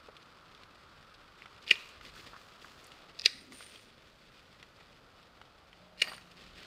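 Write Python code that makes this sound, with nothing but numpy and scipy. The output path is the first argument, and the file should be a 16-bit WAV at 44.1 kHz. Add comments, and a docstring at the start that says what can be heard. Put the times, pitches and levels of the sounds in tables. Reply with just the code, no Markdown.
"""In an orchard, with the microphone close by, hand pruning shears cut three leafy shoots.
Each shoot creaks as torn fibres tick, then snaps: noise splinters, ringing blade modes and a knock of wood.
The shoot drags free with a gritty rasp; the blades scrape open on fine grains, and judder after the last cut.
Around the arm, grains of rustle swell with each sweep; twig flicks and judder are clicks with decaying noise.
Beyond lie shaped-noise air, a distant hiss, a faint wavering hum, and puffs and flutter of low noise."""
import sys
import numpy as np
from scipy import signal
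from scipy.fft import rfft, irfft
from scipy.io import wavfile

SR = 44100
rng = np.random.default_rng(int(sys.argv[2]) if len(sys.argv) > 2 else 0)


def dump_mix(stems):
    """Bounce the given channels to the path in sys.argv[1] as a 16-bit WAV at rate SR."""
    frames = np.atleast_2d(stems).T  # one column per channel
    limited = np.clip(frames, -1, 1)  # hard clip at full scale
    pcm = np.round(limited * 32767).astype(np.int16)
    wavfile.write(sys.argv[1], SR, pcm)


N = 293706
TIME = np.arange(N) / SR  # [s]


def amp(db):
    """Decibels to gain."""
    return 10 ** (np.asarray(db) / 20)


def unit(x):
    """Scales to rms 1."""
    return x / np.sqrt(np.mean(x ** 2) + 1e-20)


def level(rows):
    """Gain at every sample, interpolated in dB from (time [s], level [dB]) rows."""
    return amp(np.interp(TIME, *np.transpose(rows)))


def add(mix, start, sound):
    """Mixes a sound in at start [s], cut off at the end of the mix."""
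    part = mix[round(start * SR):][:len(sound)]
    part += sound[:len(part)]


def colour(x, points):
    """Filters x by a curve of (frequency [Hz], relative level [dB]) points, then scales to rms 1."""
    hz, db = np.transpose(points)
    f = np.fft.rfftfreq(len(x), 1 / SR)
    gain = amp(np.interp(np.log(f + 1), np.log(hz), db))
    return unit(irfft(rfft(x) * gain, len(x)))


def band(hz, width_hz):
    """Noise in one resonance, down to half amplitude width_hz from its centre, at rms 1."""
    f = np.fft.rfftfreq(N, 1 / SR)
    resonance = 1 / (1 + ((f - hz) / width_hz) ** 2)
    return unit(irfft(rfft(rng.standard_normal(N)) * resonance, N))


def waver(rate_hz):
    """Slow random drift, at rms 1."""
    return band(0, rate_hz)


def grains(per_s, spread_db):
    """A random train of tiny clicks, a few of them much larger than the rest, at rms 1."""
    size = amp(spread_db * np.minimum(rng.exponential(1, N), 4))
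    sign = rng.choice([-1, 1], N)
    present = rng.random(N) < per_s / SR
    return unit(size * sign * present)


def burst(t, hz, half_s):
    """A few cycles swelling and fading around time zero."""
    return np.exp(-(t / half_s) ** 2) * np.sin(2 * np.pi * hz * t)


def stroke(start, length, sag_db, rise_s, t60):
    """Gain of one movement: it sets in, sags over its length, then dies away (a negative sag swells)."""
    t = np.maximum(TIME - start, 0)
    sag = -sag_db * np.minimum(t / length, 1)
    decay = -60 * np.maximum(t - length, 0) / t60
    return np.minimum(t / rise_s, 1) * amp(sag + decay)


def scatter(x, t60, delay, points):
    """Many faint reflections of unit energy that build up over delay [s] and die away."""
    t = np.arange(SR) / SR
    build_up = 1 - np.exp(-(t / delay) ** 2)
    tail = colour(rng.standard_normal(SR), points) * amp(-60 * t / t60) * build_up
    return signal.fftconvolve(x, tail / np.linalg.norm(tail))[:N]


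# colour of the still orchard air: (frequency [Hz], relative level [dB])
AIR_COLOUR = [(15, -36.5), (25, 2), (44, -2.5), (160, -4), (378, -10.5), (567, -7), (722, -13),
              (1080, -14.5), (1340, -10.5), (1660, -15.5), (2920, -19.5), (4620, -22.5), (7100, -34.5),
              (14300, -40), (15500, -42.5)]
# hiss from far off: (time [s], upper band level [dB], lower band level [dB])
DISTANT_HISS = [(0, -62, -77), (1.0, -62.5, -79), (2.2, -62, -77), (3.1, -63.5, -66.5), (3.35, -72.5, -82),
                (4.3, -70.5, -86), (5.2, -66.5, -72), (5.9, -70, -69), (6.66, -65, -76)]
# soft puffs of air on the microphone: (start [s], length [s], level [dB])
MICROPHONE_PUFFS = [(1.93, 0.31, -62.5), (6.374, 0.19, -61)]
# puffs of a brief low flutter: (start [s], length [s], level [dB])
LOW_FLUTTER = [(3.333, 0.027, -61), (3.39, .05, -60), (3.469, 0.042, -58.5), (3.514, .04, -59)]
# faint distant hum: (mean frequency [Hz], level [dB], start [s], length [s], sag [dB])
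DISTANT_HUM = [(180, -63.5, 5.72, 0.93, 3), (615, -71, 5.66, .28, -6.5)]


def outdoors(air_db=-62.5):
    """Shaped noise for still air, resonant noise for hiss, puffs and flutter, wavering sines for hum."""
    air = amp(air_db) * colour(rng.standard_normal(N), AIR_COLOUR) * amp(0.5 * waver(1.6))

    s, upper_db, lower_db = np.transpose(DISTANT_HISS)
    hiss = amp(np.interp(TIME, s, upper_db)) * band(1260, 290)
    hiss += amp(np.interp(TIME, s, lower_db)) * band(710, 170)

    puff_gain = sum(amp(db) * stroke(s, length, 0, rise_s=0.049, t60=0.38)
                    for s, length, db in MICROPHONE_PUFFS)
    flutter_gain = sum(amp(db) * stroke(s, length, 0, rise_s=0.015, t60=0.11)
                       for s, length, db in LOW_FLUTTER)

    hum = np.zeros(N)
    for hz, db, s, length, sag_db in DISTANT_HUM:
        phase = 2 * np.pi * np.cumsum(hz * (1 + 0.0109 * waver(9.1))) / SR
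        hum += amp(db) * stroke(s, length, sag_db, rise_s=0.11, t60=0.5) * np.sin(phase)
    return air + hiss + puff_gain * band(42, 63) + flutter_gain * band(265, 55) + hum


# leaves stirring by themselves, fainter once the microphone has left them:
# (time [s], level before the trims of rustle and crackle [dB])
LEAF_STIR = [(0, -64), (1.6, -63.5), (3.1, -61.5), (3.4, -67), (5.3, -66.5), (6.66, -68)]
# the arm sweeps through leaves close by, levels before the layer trims:
# (start [s], length [s], rustle level [dB], close brushing level [dB])
ARM_SWEEPS = [(1.60, 0.095, -55, -82), (1.697, 0.2, -60, -66), (1.994, 0.22, -59, -71),
              (2.12, 0.21, -55, -66), (2.33, 0.45, -63, -73.5), (2.587, .42, -63.5, -71.5),
              (3.15, 0.59, -65.5, -73), (3.49, 0.35, -54.5, -66.5), (3.97, 0.86, -66, -84),
              (4.75, .05, -73, -78), (6.0, 0.35, -58.5, -73), (6.348, 0.46, -57, -82),
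              (6.54, 0.25, -56, -87)]
# colour of the rustle and crackle of leaves: (frequency [Hz], relative level [dB])
LEAF_COLOUR = [(40, -15.5), (150, 1.5), (400, 6), (800, -4.5), (1600, 1), (3200, 2.5), (4700, -0.5),
               (5800, -11), (8500, -17.5), (11000, -27.5)]
# colour of the fizz from the nearest leaves: (frequency [Hz], relative level [dB])
BRUSH_COLOUR = [(1500, -24), (4000, 8), (7000, 5.5), (10000, -4), (15000, -4)]


def foliage(crackle_db=-5, resting_brush_db=-92, sag_db=7, rise_s=0.043, t60=0.45):
    """Leaves stir, louder as the arm sweeps through: fine grains, crackle, and a soft fizz from the nearest."""
    rustle_power, brush_power = level(LEAF_STIR) ** 2, amp(resting_brush_db) ** 2
    for s, length, rustle_db, brush_db in ARM_SWEEPS:
        push = stroke(s, length, sag_db, rise_s, t60)
        rustle_power = rustle_power + (amp(rustle_db) * push) ** 2
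        # the fizz rises and falls faster than the rustle
        brush_power = brush_power + (amp(brush_db) * push ** 1.4) ** 2
    motion = np.sqrt(rustle_power) * amp(2.0 * waver(21.9))
    rustle = colour(grains(per_s=4500, spread_db=3.0), LEAF_COLOUR)

    t = np.arange(SR // 50) / SR
    crinkle = colour(rng.standard_normal(len(t)), LEAF_COLOUR) * amp(-60 * t / 0.022)
    crackle = unit(signal.oaconvolve(grains(per_s=110, spread_db=2.0), crinkle)[:N])

    fizz = colour(grains(per_s=4500, spread_db=4.0), BRUSH_COLOUR)
    brush = fizz * np.sqrt(brush_power) * amp(1.2 * waver(25))
    return motion * (amp(-1.0) * rustle + amp(crackle_db) * crackle) + amp(5.0) * brush


# twigs and leaves flicking against the tool and the arm;
# the last five, from 6.074 s, are the shears juddering as they spring open:
# (time [s], level of the noise at its onset [dB], pitch [Hz], width [octaves], t60 [s])
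FLICKS_AND_JUDDER = [(0.086, -46.5, 500, 1.7, 0.054), (0.167, -47.5, 2800, 1, 0.027),
                     (0.228, -54, 3730, 0.88, 0.015), (0.549, -48, 3500, 0.75, 0.013),
                     (0.634, -45, 2810, 1.03, 0.019), (1.142, -51.5, 3780, 0.58, 0.047),
                     (1.421, -41.5, 2470, 0.51, 0.0099), (1.458, -42.5, 1590, 1.4, 0.027),
                     (1.626, -52, 4220, 0.83, 0.027), (1.888, -57, 4500, 1.7, .04),
                     (2.011, -45.5, 1580, 1.9, 0.024), (2.062, -50, 3650, 0.83, 0.036),
                     (2.165, -51, 1560, 0.39, 0.086), (2.273, -49, 1400, 3.5, 0.017),
                     (2.333, -43, 1280, 0.6, 0.077), (2.364, -46.5, 1420, 0.63, 0.035),
                     (2.645, -47, 1280, 0.83, 0.055), (2.843, -51.5, 6940, 0.56, 0.026),
                     (2.868, -55, 8800, 1.4, 0.023), (2.919, -45, 3200, 1.04, 0.02),
                     (3.521, -45.5, 900, 3.9, 0.044), (3.607, -43, 1500, 1.9, 0.022),
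                     (3.759, -43, 3450, 0.38, 0.013), (4.628, -42.5, 2050, 1.66, 0.022),
                     (4.787, -56, 1380, 1.7, 0.078), (4.808, -51.5, 1300, 1.7, 0.056),
                     (5.415, -43.5, 1320, 1.7, 0.023), (5.73, -47.5, 2420, 0.68, 0.022),
                     (6.074, -42, 1700, 1.2, .06), (6.097, -43, 2100, 1.6, 0.028),
                     (6.118, -41.5, 1290, 0.57, 0.06), (6.133, -42, 1330, 2.3, 0.042),
                     (6.18, -45, 1650, 1.8, 0.026)]


def flicks_and_judder(click_db=7):
    """Short dry flicks and the judder of the shears: a sharp contact, then noise dying in its own band."""
    out, t = np.zeros(N), np.arange(SR // 8) / SR
    for s, db, hz, octaves, t60 in FLICKS_AND_JUDDER:
        edges = np.clip(hz * 2 ** (np.array([-0.5, 0.5]) * octaves), 50, SR / 2.2)
        bandpass = signal.butter(2, edges, "band", fs=SR, output="sos")
        body = signal.sosfilt(bandpass, rng.standard_normal(len(t)))
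        dying_noise = unit(body) * amp(-60 * t / t60)
        # a wider band dies in fewer cycles
        click = np.sin(2 * np.pi * hz * t) * np.exp(-1.1 * hz * octaves * t)
        add(out, s, amp(db) * (dying_noise + amp(click_db) * click))
    return out


# the blades slide open: (start [s], length [s], level [dB], sag [dB])
BLADE_OPENINGS = [(3.301, 0.12, -68.5, -0.5), (3.516, 0.13, -60.5, -4), (3.643, 0.25, -59.5, 21),
                  (6.077, 0.087, -61, 1.5)]
# colour of steel rubbing on steel: (frequency [Hz], relative level [dB])
SCRAPE_COLOUR = [(2000, -26.5), (4100, -2), (4650, -19), (5500, -6), (7800, -23), (8600, 3), (9150, 9),
                 (10000, -19.5), (13000, -18.5), (16000, -29)]


def openings(rise_s=0.025, t60=0.12):
    """Blade rubs on blade with a thin, high rasp of dense grains."""
    rub = sum(amp(db) * stroke(s, length, sag_db, rise_s, t60)
              for s, length, db, sag_db in BLADE_OPENINGS)
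    return rub * colour(grains(per_s=7200, spread_db=7.5), SCRAPE_COLOUR)


# the jaws squeeze a shoot, part it, and it slips free; squeeze levels are before the blade and wood trims:
# (parting time [s], squeeze length [s], squeeze level at parting [dB],
#  drag level [dB], drag length [s], drag sag [dB])
SHOOT_CUTS = [(1.709, 0.048, -37, -48.5, 0.2, 10.5), (3.256, 0.028, -39.5, -46, 0.2, 25.5),
              (6.0188, 0.049, -43, -45.5, 0.12, 6)]
# colour of the shoot dragging free of jaws and leaves, one list for each cut:
# (frequency [Hz], relative level [dB])
DRAG_COLOURS = [
    [(180, -37), (300, -23), (452, -7), (498, -22), (577, -9), (714, -33), (928, -10.5), (2070, -14.5),
     (2650, -3), (3220, -13.5), (3860, -10), (4930, -16.5), (5260, -23.5), (15000, -44)],
    [(290, -43), (500, -18.5), (655, -28), (962, -37), (1020, -36), (1230, -6), (2050, 7), (2760, -9),
     (3090, -22.5), (3670, 1.5), (5090, -1.5), (6390, -17.5), (8860, -20), (15000, -36)],
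    [(120, -48), (200, -7), (376, -7), (789, -3), (1220, -4), (1660, -11), (1880, 6), (2090, -23),
     (2950, 0), (3410, -29), (4640, 4.5), (5970, -43), (9050, -19), (10300, -29), (12700, -25),
     (13200, -15), (13700, -25), (15000, -29)],
]


def drags(slip_db=3.0, rise_s=0.01, t60=0.24):
    """From the moment of the cut, bark slips over the steel in gritty clumps."""
    rasp = np.zeros(N)
    for (s, _, _, db, length, sag_db), tone in zip(SHOOT_CUTS, DRAG_COLOURS):
        grit = colour(grains(per_s=1700, spread_db=2.6), tone)
        rasp += amp(db) * stroke(s, length, sag_db, rise_s, t60) * grit
    return rasp * amp(slip_db * waver(70))


# ringing modes of the shears; the bite point sets how hard each is struck:
# (frequency [Hz], t60 [s], relative level in first, second and third cut [dB])
SHEAR_MODES = [(1896, 0.034, -31.5, -25, -34), (1880, 0.052, -20.5, -38, -24),
               (2382, 0.013, -9.5, -30.5, -10), (2620, 0.017, -15, -11.5, -23),
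               (2833, 0.017, -13.5, -21.5, -11.5), (3670, 0.009, -18, -9.5, -43),
               (3980, 0.0184, -40, -21, -36), (4510, 0.012, -60, -13, -15), (4950, 0.01, -53, -13.5, -33),
               (4880, .02, -24.5, -11, -35), (5510, 0.009, -58, -16, -16), (6660, 0.017, -27, -28, -20),
               (8680, 0.0096, -44, -21.5, -16.5)]


def steel(cut, rise=0.000079, low_hz=1500):
    """Ring of the shears after a unit blow in the given cut; narrow blades radiate no bass."""
    t = np.arange(SR // 10) / SR
    modes = sum(amp(db[cut] - 60 * t / t60) * np.sin(2 * np.pi * hz * t)
                for hz, t60, *db in SHEAR_MODES)
    low_cut = signal.butter(4, low_hz, "high", fs=SR, output="sos")
    return signal.sosfilt(low_cut, modes * (1 - np.exp(-t / rise)))


def squeeze(wood_db=-6, blades_db=-5.5, rise_s=0.014, t60=0.12, soft_hz=5200):
    """Tearing fibres tick in the wood and softly against the blades, harder until the shoot parts."""
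    grip_db_per_s = 165.5  # the creak swells as the hand tightens
    tear_db, tear_rise_s, tear_t60 = -23, 0.0035, 0.055  # the last fibres part all at once
    wood_colour = [(100, -26), (450, -18), (850, -24.5), (1500, -17.0), (2800, -3.5),
                   (5000, 2.5), (6000, -19.0), (9000, -21.5), (15000, -30)]
    out = np.zeros(N)
    for cut, (s, length, db, *_) in enumerate(SHOOT_CUTS):
        swell_db = grip_db_per_s * length
        creak = amp(db - swell_db) * stroke(s - length, length, -swell_db, rise_s, t60)
        tear = amp(tear_db) * stroke(s - tear_rise_s, tear_rise_s, 0, tear_rise_s, tear_t60)
        force = creak + tear
        ticks = grains(per_s=2300, spread_db=4.0)
        soften = signal.butter(2, soft_hz, fs=SR, output="sos")
        ring = signal.sosfilt(soften, steel(cut))
        blades = signal.oaconvolve(ticks * force, ring / np.linalg.norm(ring))[:N]
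        wood = force * colour(ticks, wood_colour)
        out += amp(blades_db) * blades + amp(wood_db) * wood
    return out


# fibres crack, the shoot gives way and the jaws slam shut:
# (time [s], level of crack and blow [dB], pitch of the crack [Hz])
CRACKS = [(1.6793, -30, 3460), (1.6962, -28, 2880), (1.7089, -16.5, 2860), (1.7121, -3.5, 2500),
          (1.7142, -12.5, 2330), (1.7562, -33, 3440), (3.1910, -33.5, 4120), (3.1961, -26.5, 4600),
          (3.212, -37, 4800), (3.2184, -31, 4900), (3.2510, -28, 4670), (3.2580, -16.5, 3730),
          (3.2598, -5.5, 4100), (3.2612, -13.5, 2470), (3.2629, -19.5, 2105), (5.999, -39, 3000),
          (6.0199, -16.5, 2730), (6.0213, -14.5, 4340), (6.0220, -15, 2430), (6.0425, -31, 2430)]
# the severed wood recoils with a dull knock: (time [s], level [dB], pitch [Hz])
WOOD_KNOCKS = [(1.7126, -32.5, 370), (3.2605, -35, 442), (6.0222, -35, 500)]
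# modes of that knock: (multiple of its pitch [ratio], relative level [dB], half-length [s])
KNOCK_MODES = [(0.439, -17, .0038), (1, 0, .0025), (1.55, -16.5, .0025)]


def snaps(splinter_db=-28, splinter_t60=0.015, crack_cycles=1.7):
    """Each snap is a crack and a spray of splinters; it sets the steel ringing and the wood recoils."""
    splinter_colour = [(100, -32), (900, -14.5), (1600, 5.0), (5000, -7), (9000, -3.5), (15000, -44)]
    out, t = np.zeros(N), np.arange(SR // 10) / SR
    lead = 0.02  # [s], room for a burst to swell before its centre
    for s, db, hz in CRACKS:
        # a crack swells and fades within crack_cycles on either side
        add(out, s - lead, amp(db) * burst(t - lead, hz, crack_cycles / hz))
        splinters = colour(rng.standard_normal(len(t)), splinter_colour)
        spray = amp(splinter_db - 60 * t / splinter_t60) * splinters
        nearest_cut = np.argmin([abs(cut[0] - s) for cut in SHOOT_CUTS])
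        add(out, s, amp(db) * (spray + steel(nearest_cut)))
    for s, db, hz in WOOD_KNOCKS:
        knock = sum(amp(db + mode_db) * burst(t - lead, hz * ratio, half_s)
                    for ratio, mode_db, half_s in KNOCK_MODES)
        add(out, s - lead, knock)
    return out


def scene():
    """The close sounds, thrown back by the near branches and by the trees beyond, over the orchard."""
    close = snaps() + squeeze() + drags() + openings() + flicks_and_judder()
    branches = scatter(close, t60=0.048, delay=0.0012,
                       points=[(300, 6.0), (2000, 4), (5000, -12.5), (15000, -5.5)])
    trees = scatter(close, t60=0.49, delay=0.0073,
                    points=[(200, -7), (1200, -1.0), (2500, -1.5), (4500, -0.5), (9000, 4), (15000, 3.5)])
    reflections = amp(-16.5) * branches + amp(-18.5) * trees
    return (close + reflections + foliage() + outdoors())[None]


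def record(dry, low_cut_hz=28, edge_hz=15600):
    """The microphone's low cut and the recorder's band limit."""
    low_cut = signal.butter(2, low_cut_hz, "high", fs=SR, output="sos")
    thin = signal.sosfilt(low_cut, dry)
    band_limit = signal.firwin(511, edge_hz, window=("kaiser", 9), fs=SR)
    return signal.oaconvolve(thin, band_limit[None], "same")


dry = scene()
out = record(dry)
dump_mix(out)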